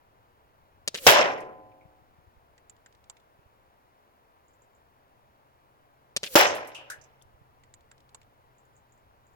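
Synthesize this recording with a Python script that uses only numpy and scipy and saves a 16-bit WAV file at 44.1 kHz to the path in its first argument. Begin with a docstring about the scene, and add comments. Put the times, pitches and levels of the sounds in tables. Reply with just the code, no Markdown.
"""In a windy field an air rifle is fired twice: sharp cracks, filtered impulses, then their delayed repeat.
Each pellet nears as a swelling hiss and slams into a steel trap: banded noise, damped modes and a thump.
Scraps bounce as decaying noise bursts; cocking clicks, rings and knocks follow each shot. A bird chips in
rising sweeps over a faint hum, low wind swings and a shaped-noise hush. The loud sounds overload the input."""
import sys
import numpy as np
from scipy import signal
from scipy.fft import rfft, irfft, next_fast_len
from scipy.io import wavfile
from scipy.ndimage import uniform_filter1d

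SR = 44100
rng = np.random.default_rng(int(sys.argv[2]) if len(sys.argv) > 2 else 0)


def output_pcm(signal):
    """Save a mono or channel-first signal as 16-bit PCM at the path in sys.argv[1].

    Samples are clipped to [-1, 1] before scaling.
    """
    pcm = np.clip(np.atleast_2d(signal).T, -1, 1) * 32767
    wavfile.write(sys.argv[1], SR, np.round(pcm).astype(np.int16))


def field_ratio(decibels):
    """Amplitude ratio for a level in dB (20 dB per decade); scalars and array-likes work."""
    return 10 ** (np.asarray(decibels, dtype=float) / 20)


N = 412599  # length in samples

# All levels are nominal, ahead of each function's fixed offsets.
# spectrum of the hush: frequency_hz, density_db (per Hz)
HUSH_SPECTRUM = [(20, -6), (40, -5), (80, -2), (125, -4), (170, -11.5), (330, -10.5), (500, -7.5),
                 (950, -5.5), (1600, -15), (2800, -23), (4600, -30), (8500, -36), (14500, -31.5),
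                 (16000, -30)]
# slow swell of the wind rumble: time_s, gain_db
RUMBLE_SWELL = [(0, 0), (1, 3), (2.3, 1.5), (4, -3), (5, -.5), (6, -.5), (7.6, 3), (9.36, 1)]
# level of the hum: time_s, level_db
HUM_LEVEL = [(4.8, -90), (5.7, -78), (6.8, -74.5), (8.7, -76), (9.36, -82)]
# strong wind buffets: start_s, level_db, swing_hz, left_right_db
BUFFETS = [(1.85, -48, 115, 21.5), (2.016, -56.5, 127, 24), (2.181, -54, 117.9, 24), (2.268, -54, 65, 22),
           (2.361, -53, 56, -15.5), (3.385, -55, 101.7, -22), (3.452, -53, 83.6, -17),
           (6.977, -50, 90, -17), (7.246, -55.5, 72.7, -19), (7.331, -52, 62, -17),
           (7.41, -48.5, 102, -18.5), (8.781, -50, 114, -4), (9.092, -54, 64.3, -3)]
# bird chips: start_s, level_db
CHIPS = [(4.4831, -62), (4.621, -60), (4.7506, -65), (8.5839, -59.5), (8.7661, -58), (8.9231, -59),
         (9.269, -63)]
# when each part snaps, one row a cocking: start_s for each part
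COCKING_TIMES = [(2.579, 2.6963, 2.7647, 2.8604, 2.925, 2.9492, 3.0406, 3.0979, 3.168, 3.1989),
                 (7.636, 7.739, 7.8074, 7.9138, 7.9795, 8.0037, 8.0911, 8.1462, 8.2151, 8.23)]
# parts that snap in turn: ring_level_db, left_right_db, tick_re_ring_db, knock_re_ring_db, knock_hz
ACTION_PARTS = [(-58, -5, 4.5, 2, 1935), (-41.5, -7.5, -7, -19, 2000), (-66, 0, 7, -6, 2200),
                (-46.5, -3, -3, -1.5, 1580), (-72, -2, 17, -4, 2500), (-69, -3, 15, -6, 4200),
                (-68, -1.5, 15, -6, 3500), (-36, -5.5, -4, -8.5, 960), (-62, -1.5, 10.5, 5, 2240),
                (-68, 0, 7, 2, 3500)]
# resonances of the action, ring then tick: centre_hz, width_hz, t60_s, pan_share (ratio)
ACTION_RESONANCES = [(7310, 1600, .032, 1.32), (3500, 7100, .025, .3)]
# scraps landing with a broad hiss: start_s, level_db, centre_hz, t60_s, left_right_db
SCRAPS = [(1.383, -57, 9000, .05, -1.5), (1.403, -48.5, 6814, .08, 2), (6.549, -38, 9505, 0.14, 1),
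          (6.652, -57, 11120, .05, -1), (6.672, -43.5, 10060, .11, 1), (6.7465, -42, 5460, 0.17, 1),
          (6.9, -33, 6954, .13, 0.5), (7.222, -49, 7370, .029, 7)]
# scraps that skid with a narrow hiss: start_s, level_db, centre_hz, t60_s, left_right_db
SKIDS = [(6.466, -27, 5840, .21, -9), (7.0123, -50.5, 6300, .08, -10.5), (7.038, -54, 6300, .08, -12)]
# scraps that ring near one note, the lowest a dull thud: start_s, level_db, centre_hz, t60_s, left_right_db
CLANKS = [(1.715, -55.5, 2465, .054, 3.5), (1.81, -61, 2320, 0.19, -4.5), (6.46, -40, 97, 0.32, 4),
          (6.7465, -36, 2800, 0.42, 1), (6.9, -29.5, 1436, .067, 5), (6.912, -33.5, 1670, 0.19, 1),
          (7.214, -52, 3281, .035, 4.5)]
# spectrum of the nearing hiss: frequency_hz, density_db (per Hz)
WAKE_SPECTRUM = [(300, -9), (500, -1), (900, -15.5), (3000, -9.5), (8000, -10), (13000, -8), (16000, -12.5)]
# nearing pellets: end_s, level_db, treble_tilt_db (about, per decade)
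WAKES = [(1.066, -28.5, 0), (6.349, -32, 3.5)]
# roar of the struck trap and its echoes, one table a hit: time_s, level_db
ROAR_LEVELS = [
    [(1.0665, -8.5), (1.12, -18.5), (1.19, -17), (1.245, -22), (1.38, -34), (1.57, -49.5), (1.8, -65.5),
     (2.0, -73)],
    [(6.3545, -9.5), (6.378, -19), (6.412, -18), (6.45, -21), (6.48, -26), (6.55, -31), (6.74, -48.5),
     (6.89, -54), (7.1, -63.5)],
]
# spectrum of the roar at its start: frequency_hz, density_db (per Hz)
ROAR_SPECTRUM = [(29, -51.5), (50, -33), (210, -27), (380, -14.5), (586, -3), (729, -6.5), (950, -7),
                 (1100, -8.5), (3030, -10.5), (4560, -20.5), (5270, -15), (8540, -26), (12300, -23),
                 (16000, -27)]
# how much of the treble loss each frequency takes: frequency_hz, loss_share (ratio)
TREBLE_LOSS_SHARE = [(100, -0.5), (300, -0.16), (800, 0.24), (2000, 0.42), (3000, 0.9), (6000, 1),
                     (13000, 4)]
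# modes of the steel: mode_hz, level_db, base_t60_s (scaled for each hit)
STEEL_MODES = [(303, -26, 2.1), (383, -10, 1), (449, -9, 1), (531, -8.5, 1.3), (583.2, -1, 0.42),
               (647.5, -17, 1.6), (745, -10, 1.5), (803, -6.5, 0.62), (853, -14.5, 1.5), (948, -14, .65),
               (1018, -4.5, 1.1), (1262, -9, .33), (1530, -19.5, .65), (1930, -22, .8)]
# how each hit rings and dulls: ring_db, t60_factor (ratio), treble_loss_db_per_s, greatest_loss_db
BLOWS = [(-20.5, 0.93, 88.5, 59), (-23, .6, 86, 16)]
# low thump of each hit: pitch_hz, level_db, t60_s
THUMPS = [(90, -24.5, 0.13), (330, -10.5, 0.069)]
# rifle shots: start_s, level_db
SHOTS = [(0.8776, -6), (6.1653, -5)]
# cracks of one shot, its repeat and a later echo: delay_s, level_db, centre_hz, rattle_t60_s, push_re_crack_db
CRACKS = [(-.0017, -13.5, 2440, .009, -7), (0, -2, 5472, .012, -16), (.0017, -4.5, 4936, .015, -28.5),
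          (.0052, -3.5, 5353, .012, -15.5), (.0068, -8.5, 4499, .015, -17), (.0103, -30, 3950, .03, 0),
          (0.0661, -26, 2520, .011, 4), (.068, -9.5, 3733, .012, -11), (0.0731, -7.5, 2727, .024, -16.5),
          (0.0782, -16.5, 2805, .06, -11), (.097, -23, 3797, .03, -8), (0.1008, -22.5, 2995, .027, -23),
          (.107, -25, 2805, .042, -17)]
# the field's wash after a shot: delay_s, level_db, centre_hz, width_hz, t60_s
WASHES = [(.02, -50.5, 4492, 7030, .5), (.075, -34, 9001, 14000, .3), (.075, -38, 480, 350, .2)]


def evened(x):
    """Normalisation to unit root-mean-square value."""
    return x / np.sqrt(np.mean(x ** 2) + 1e-20)


def read(points, hz):
    """Interpolation of a spectrum along logarithmic frequency."""
    f, value = np.transpose(points)
    return np.interp(np.log(hz + 1), np.log(f + 1), value)


def add(mix, s, sound):
    """Superposition: a sound is summed in from time s on."""
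    part = mix[:, round(s * SR):][:, :sound.shape[1]]
    part += sound[:, :part.shape[1]]


def sides(pan_db):
    """Level difference between left and right, split evenly."""
    return field_ratio([[pan_db / 2], [-pan_db / 2]])


def slow_noise(shape, size):
    """Random fluctuation: noise smoothed twice over size samples, at unit rms."""
    once = uniform_filter1d(rng.standard_normal(shape), size=size)
    return evened(uniform_filter1d(once, size=size))


def pair(size, same, lead):
    """Partial coherence: noise spectra at two microphones, the left ahead by lead samples."""
    a, b = rfft(rng.standard_normal((2, size)))
    same = np.clip(same, 0, 1)
    late = np.exp(-2j * np.pi * np.fft.rfftfreq(size) * lead)
    return np.array([a, same * a * late + np.sqrt(1 - same ** 2) * b])


def band(x, hz, width):
    """Two-pole resonance of the given width in Hz."""
    return signal.lfilter(*signal.iirpeak(min(hz, .4 * SR), hz / width, SR), x)


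def low_cut(x, hz):
    """Second-order high-pass filtering."""
    return signal.lfilter(*signal.butter(2, hz, "high", fs=SR), x)


def burst(hz, width, t60, pan_db, same, lead, rise=0.00031):
    """Exponential decay of noise through two cascaded resonances, with a quick rise in seconds."""
    size = int(1.3 * t60 * SR) + 200
    t = np.arange(size) / SR
    noise = irfft(pair(size, same, lead), size)
    noise = evened(band(band(noise, hz, width), hz, 0.44 * width))
    return noise * field_ratio(-60 * t / t60) * (1 - np.exp(-t / rise)) * sides(pan_db) / 2


def hush():
    """Spectral shaping of noise: a far wash, slightly to the left, over lumpy wind rumble that swells."""
    size = next_fast_len(N)
    hz, t = np.fft.rfftfreq(size, 1 / SR), np.arange(N) / SR
    same = read([(40, 0.23), (300, 0.78), (2000, 0.59), (8000, 0.2)], hz)
    z = pair(size, same, 19) * field_ratio(read(HUSH_SPECTRUM, hz))
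    low = 1 / (1 + (hz / 170) ** 4)
    high = 1 - 1 / (1 + (hz / 3500) ** 4)
    s, swell_db = np.transpose(RUMBLE_SWELL)
    rumble_db = np.interp(t, s, swell_db) + 1.5 * slow_noise((2, N), 1500)
    rumble = irfft(z * low, size)[:, :N] * field_ratio(rumble_db)
    wash = irfft(z * (1 - low) * (1 - high), size)[:, :N]
    microphone_hiss = irfft(z * high, size)[:, :N]
    return field_ratio(-64) * sides(1.4) * evened(rumble + wash + microphone_hiss)


def hum():
    """Frequency and amplitude modulation: a faint low tone that wavers."""
    centre_hz, waver_hz, waver_db = 131, 3.3, 1.7  # wavers are rms
    s, db = np.transpose(HUM_LEVEL)
    waver = slow_noise((2, N), 3000)
    turns = np.cumsum(centre_hz + waver_hz * waver[0]) / SR
    level_db = np.interp(np.arange(N) / SR, s, db, left=-120) + waver_db * waver[1]
    return np.sqrt(2) * field_ratio(level_db) * np.sin(2 * np.pi * turns)


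def wind():
    """Near-field pressure: single low swings that strike one microphone more than the other."""
    out = np.zeros((2, N))
    weak_count, weak_db = 6, -65  # weak buffets are scattered at random
    draws = rng.random((weak_count, 3))
    weak = [(a * N / SR, weak_db, 60 + 60 * b, 20 * c - 10) for a, b, c in draws]
    for s, db, hz, pan_db in BUFFETS + weak:
        u = np.linspace(0, 1, int(1.8 * SR / hz))
        swing = np.sin(2 * np.pi * 1.78 * u) * np.sin(np.pi * u) ** 2
        add(out, s, field_ratio(db - 7.0) * swing * sides(pan_db))
    return out


def bird():
    """Swept tone in a diffuse field: brief rising chips amid a faint fluttering twitter."""
    t, out, hz = np.arange(300) / SR, np.zeros((2, N)), 7140
    repeat_s, repeat_db, stray_s, stray_db = .0155, -14, .09, -8
    chip = np.sin(2 * np.pi * np.cumsum(hz * (.83 + 50 * t)) / SR) * np.hanning(len(t))
    chip_pair = np.array([0.34 * chip, 1.76 * np.roll(chip, 19)])
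    for (start, level_db), stray in zip(CHIPS, rng.uniform(-1, 1, len(CHIPS))):
        calls = [(start, level_db),
                 (start + repeat_s, level_db + repeat_db),
                 (start + stray * stray_s, level_db + stray_db)]  # a stray chip before or after
        for s, db in calls:
            add(out, s - .003, field_ratio(db - 3.5) * chip_pair)
            add(out, s, field_ratio(db - 4) * burst(hz, 1500, .12, 1, .4, 21, rise=0.0017))
            add(out, s - .04, field_ratio(db - 18) * burst(hz, 800, .3, 1, .4, 19, rise=.01))
    return out


def cocking():
    """Impact excitation of small parts: a bright ring, a broad tick and a woody knock of the stock."""
    t, out = np.arange(900) / SR, np.zeros((2, N))
    knock_spread, knock_t60_s = 0.87, 0.058  # spread is width per Hz of centre
    rap_db, rap_t60_s = -2, 0.011  # the clean first swings of a knock
    for times in COCKING_TIMES:
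        for s, (db, pan_db, tick_db, knock_db, knock_hz) in zip(times, ACTION_PARTS):
            for (hz, width, t60, side), share_db in zip(ACTION_RESONANCES, (0, tick_db)):
                click = burst(hz, width, t60, pan_db * side, 0.33, 6.6, rise=0.00026)
                add(out, s, field_ratio(db + share_db) * click)
            rap = np.sin(2 * np.pi * knock_hz * t) * field_ratio(rap_db - 60 * t / rap_t60_s) * np.ones((2, 1))
            add(out, s + .001, field_ratio(db + knock_db) * rap)
            knock = burst(knock_hz, knock_spread * knock_hz, knock_t60_s, -1, 0.48, 6.3, rise=0.001)
            add(out, s, field_ratio(db + knock_db) * knock)
    return out


def scraps():
    """Bandwidth sets tonality: bouncing bits of pellet and trap hiss, skid, clank and thud."""
    out = np.zeros((2, N))
    for rows, spread in ((SCRAPS, 1.7), (SKIDS, 0.45), (CLANKS, 0.29)):  # width per Hz of centre
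        for s, db, hz, t60, pan_db in rows:
            add(out, s, field_ratio(db) * burst(hz, spread * hz, t60, pan_db, 0.33, 36, rise=.0006))
    return out


def wakes():
    """Level grows as distance shrinks: hiss and a faint falling whistle swell as each pellet closes in."""
    size, out = 5500, np.zeros((2, N))
    whistle_db, end_hz, fall_hz_per_s, grow_db_per_s = -16.5, 480, 1300, 90
    ahead = np.arange(size)[::-1] / SR  # seconds left before the hit
    hz = np.fft.rfftfreq(size, 1 / SR)
    swell = 0.014 / (ahead + 0.019) * np.minimum(ahead / 0.0025, 1)  # stops at the hit
    for s, db, tilt_db in WAKES:
        spectrum_db = read(WAKE_SPECTRUM, hz) + tilt_db * np.log10(hz / 3000 + .1)
        hiss = evened(irfft(pair(size, 0.28, 30) * field_ratio(spectrum_db), size))
        turns = np.cumsum(end_hz + fall_hz_per_s * ahead) / SR
        whistle = np.sin(2 * np.pi * turns) * np.hanning(2 * size)[:size]
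        whistle *= field_ratio(db + whistle_db - grow_db_per_s * ahead)
        add(out, s - size / SR, whistle * np.ones((2, 1)))
        add(out, s - size / SR, hiss * swell * field_ratio(db - 120 * ahead))
    return out


def trap_roar(rows, loss_db_per_s, most_db, t):
    """Frequency-dependent damping: crackling noise in twelve bands, the upper ones fading first."""
    size, hz = len(t), np.fft.rfftfreq(len(t), 1 / SR)
    s, level = np.transpose(rows)
    level_db = np.interp(t + s[0], s, level) - 80 * np.maximum(t + s[0] - s[-1], 0)
    loss_db = -np.clip(loss_db_per_s * (t - 0.034), 0, most_db)  # bright for the first 34 ms
    same = read([(200, 0.23), (700, 0.54), (3000, 0.13), (15000, 0.44)], hz)
    z = pair(size, same, 11) * field_ratio(read(ROAR_SPECTRUM, hz))
    z /= np.std(irfft(z * (hz > 300) * (hz < 1500), size))
    centres = np.log(np.geomspace(60, 15000, num=12))
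    crackle = evened(uniform_filter1d(rng.standard_normal(size), size=60))  # fragments strike in clumps
    roar = np.zeros((2, size))
    for k, centre in enumerate(centres):
        share = np.interp(np.log(hz + 1), centres, np.arange(12) == k)
        own = evened(uniform_filter1d(rng.standard_normal(size), size=500))
        dull = read(TREBLE_LOSS_SHARE, np.exp(centre))
        flicker_db = 2.5 * np.clip(dull, 0, 1) * crackle + 2.2 * own
        roar += irfft(z * share, size) * field_ratio(level_db + dull * loss_db + flicker_db)
    return roar


def steel_modes(ring_db, damping, t):
    """Modal vibration: damped sines of the steel, reaching the right 11 samples late."""
    ring = np.zeros((2, len(t)))
    for (hz, db, t60), phase in zip(STEEL_MODES, rng.random(len(STEEL_MODES))):
        turns = hz * (t - np.array([[0], [11]]) / SR) + phase
        ring += field_ratio(ring_db + db - 60 * t / (t60 * damping)) * np.sin(2 * np.pi * turns)
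    return ring


def low_thump(hz, db, t60, t):
    """Damped oscillation: a low tone and one inharmonic overtone, stronger on the left."""
    overtone, overtone_db = 1.7, -2
    turn = 2 * np.pi * hz * t
    tones = np.sin(turn) + field_ratio(overtone_db) * np.sin(overtone * turn)
    thump = tones * field_ratio(db - 60 * t / t60) * np.array([[1.3], [.7]])
    return low_cut(thump * (1 - np.exp(-t / 0.00079)), 0.6 * hz)


def impact(rows, blow, thump):
    """Superposition at the struck trap: roar, ringing modes, a first slam and a low thump."""
    ring_db, damping, loss_db_per_s, most_db = blow
    t = np.arange(int(1.6 * SR)) / SR
    body = trap_roar(rows, loss_db_per_s, most_db, t) + steel_modes(ring_db, damping, t)
    slam = np.sin(2 * np.pi * 750 * t) * field_ratio(1.5 - 60 * t / 0.0042)  # alike on both sides
    struck = body * (1 - np.exp(-t / 0.0007)) + slam
    return low_cut(low_cut(struck, 92), 92) + low_thump(*thump, t)


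def shot():
    """Impulse response: each crack is a filtered spike with a short rattle and a low push of air."""
    spike, t, out = np.zeros((2, 900)), np.arange(900) / SR, np.zeros((2, N))
    spike[0, 0], spike[1, 7] = 1.07, .93  # the left hears it first
    push = np.sin(2 * np.pi * 520 * t) * field_ratio(-60 * t / 0.0059)
    crack_spread = 1.5  # width per Hz of centre
    rattle_db, rattle_follows = -15.5, 0.38  # the rattle changes by this share of the crack's dB
    treble_cut = signal.butter(3, 8500, fs=SR)
    for s, shot_db in SHOTS:  # both shots share the pattern
        for delay, db, hz, t60, push_db in CRACKS:
            width = crack_spread * hz
            crack = signal.lfilter(*treble_cut, band(spike, hz, width))
            add(out, s + delay, field_ratio(shot_db + db) * (crack / crack.max() + field_ratio(push_db) * push))
            rattle = burst(hz, width, t60, 0.88, 0.37, 2.1)
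            add(out, s + delay, field_ratio(shot_db + rattle_db + rattle_follows * db) * rattle)
        for delay, db, hz, width, t60 in WASHES:
            add(out, s + delay, field_ratio(shot_db + db) * burst(hz, width, t60, 0.88, 0.65, 2.1))
    return out


def scene():
    """Linear superposition of the field's background, bird, scraps, pellets, trap and rifle."""
    mix = hush() + hum() + wind() + bird() + cocking() + scraps() + wakes()
    for rows, blow, thump in zip(ROAR_LEVELS, BLOWS, THUMPS):
        add(mix, rows[0][0], impact(rows, blow, thump))
    return mix + low_cut(shot(), 150)


def low_pass(x):
    """Removes everything above the highest recorded frequency."""
    return signal.sosfilt(signal.butter(12, 16800, fs=SR, output="sos"), x)


def record(dry):
    """Gain control and saturation: loud sounds lower the gain, which creeps back; the input overloads softly."""
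    threshold_db, fall_db_per_s, gain_share = -30.5, 25.0, 0.071  # dB of gain lost per dB over
    power = signal.lfilter([.001], [1, -.999], (dry ** 2).mean(0))
    power_db = 10 * np.log10(power + 1e-12)
    fall_db = np.arange(N) * fall_db_per_s / SR
    held_db = np.maximum.accumulate(power_db + fall_db) - fall_db  # peaks held, then falling slowly
    over_db = np.maximum(held_db - threshold_db, 0)
    ducked = dry / field_ratio(gain_share * over_db)
    overloaded = .96 * np.tanh(ducked / 0.81)
    return low_pass(overloaded)


dry = scene()
out = record(dry)
output_pcm(out)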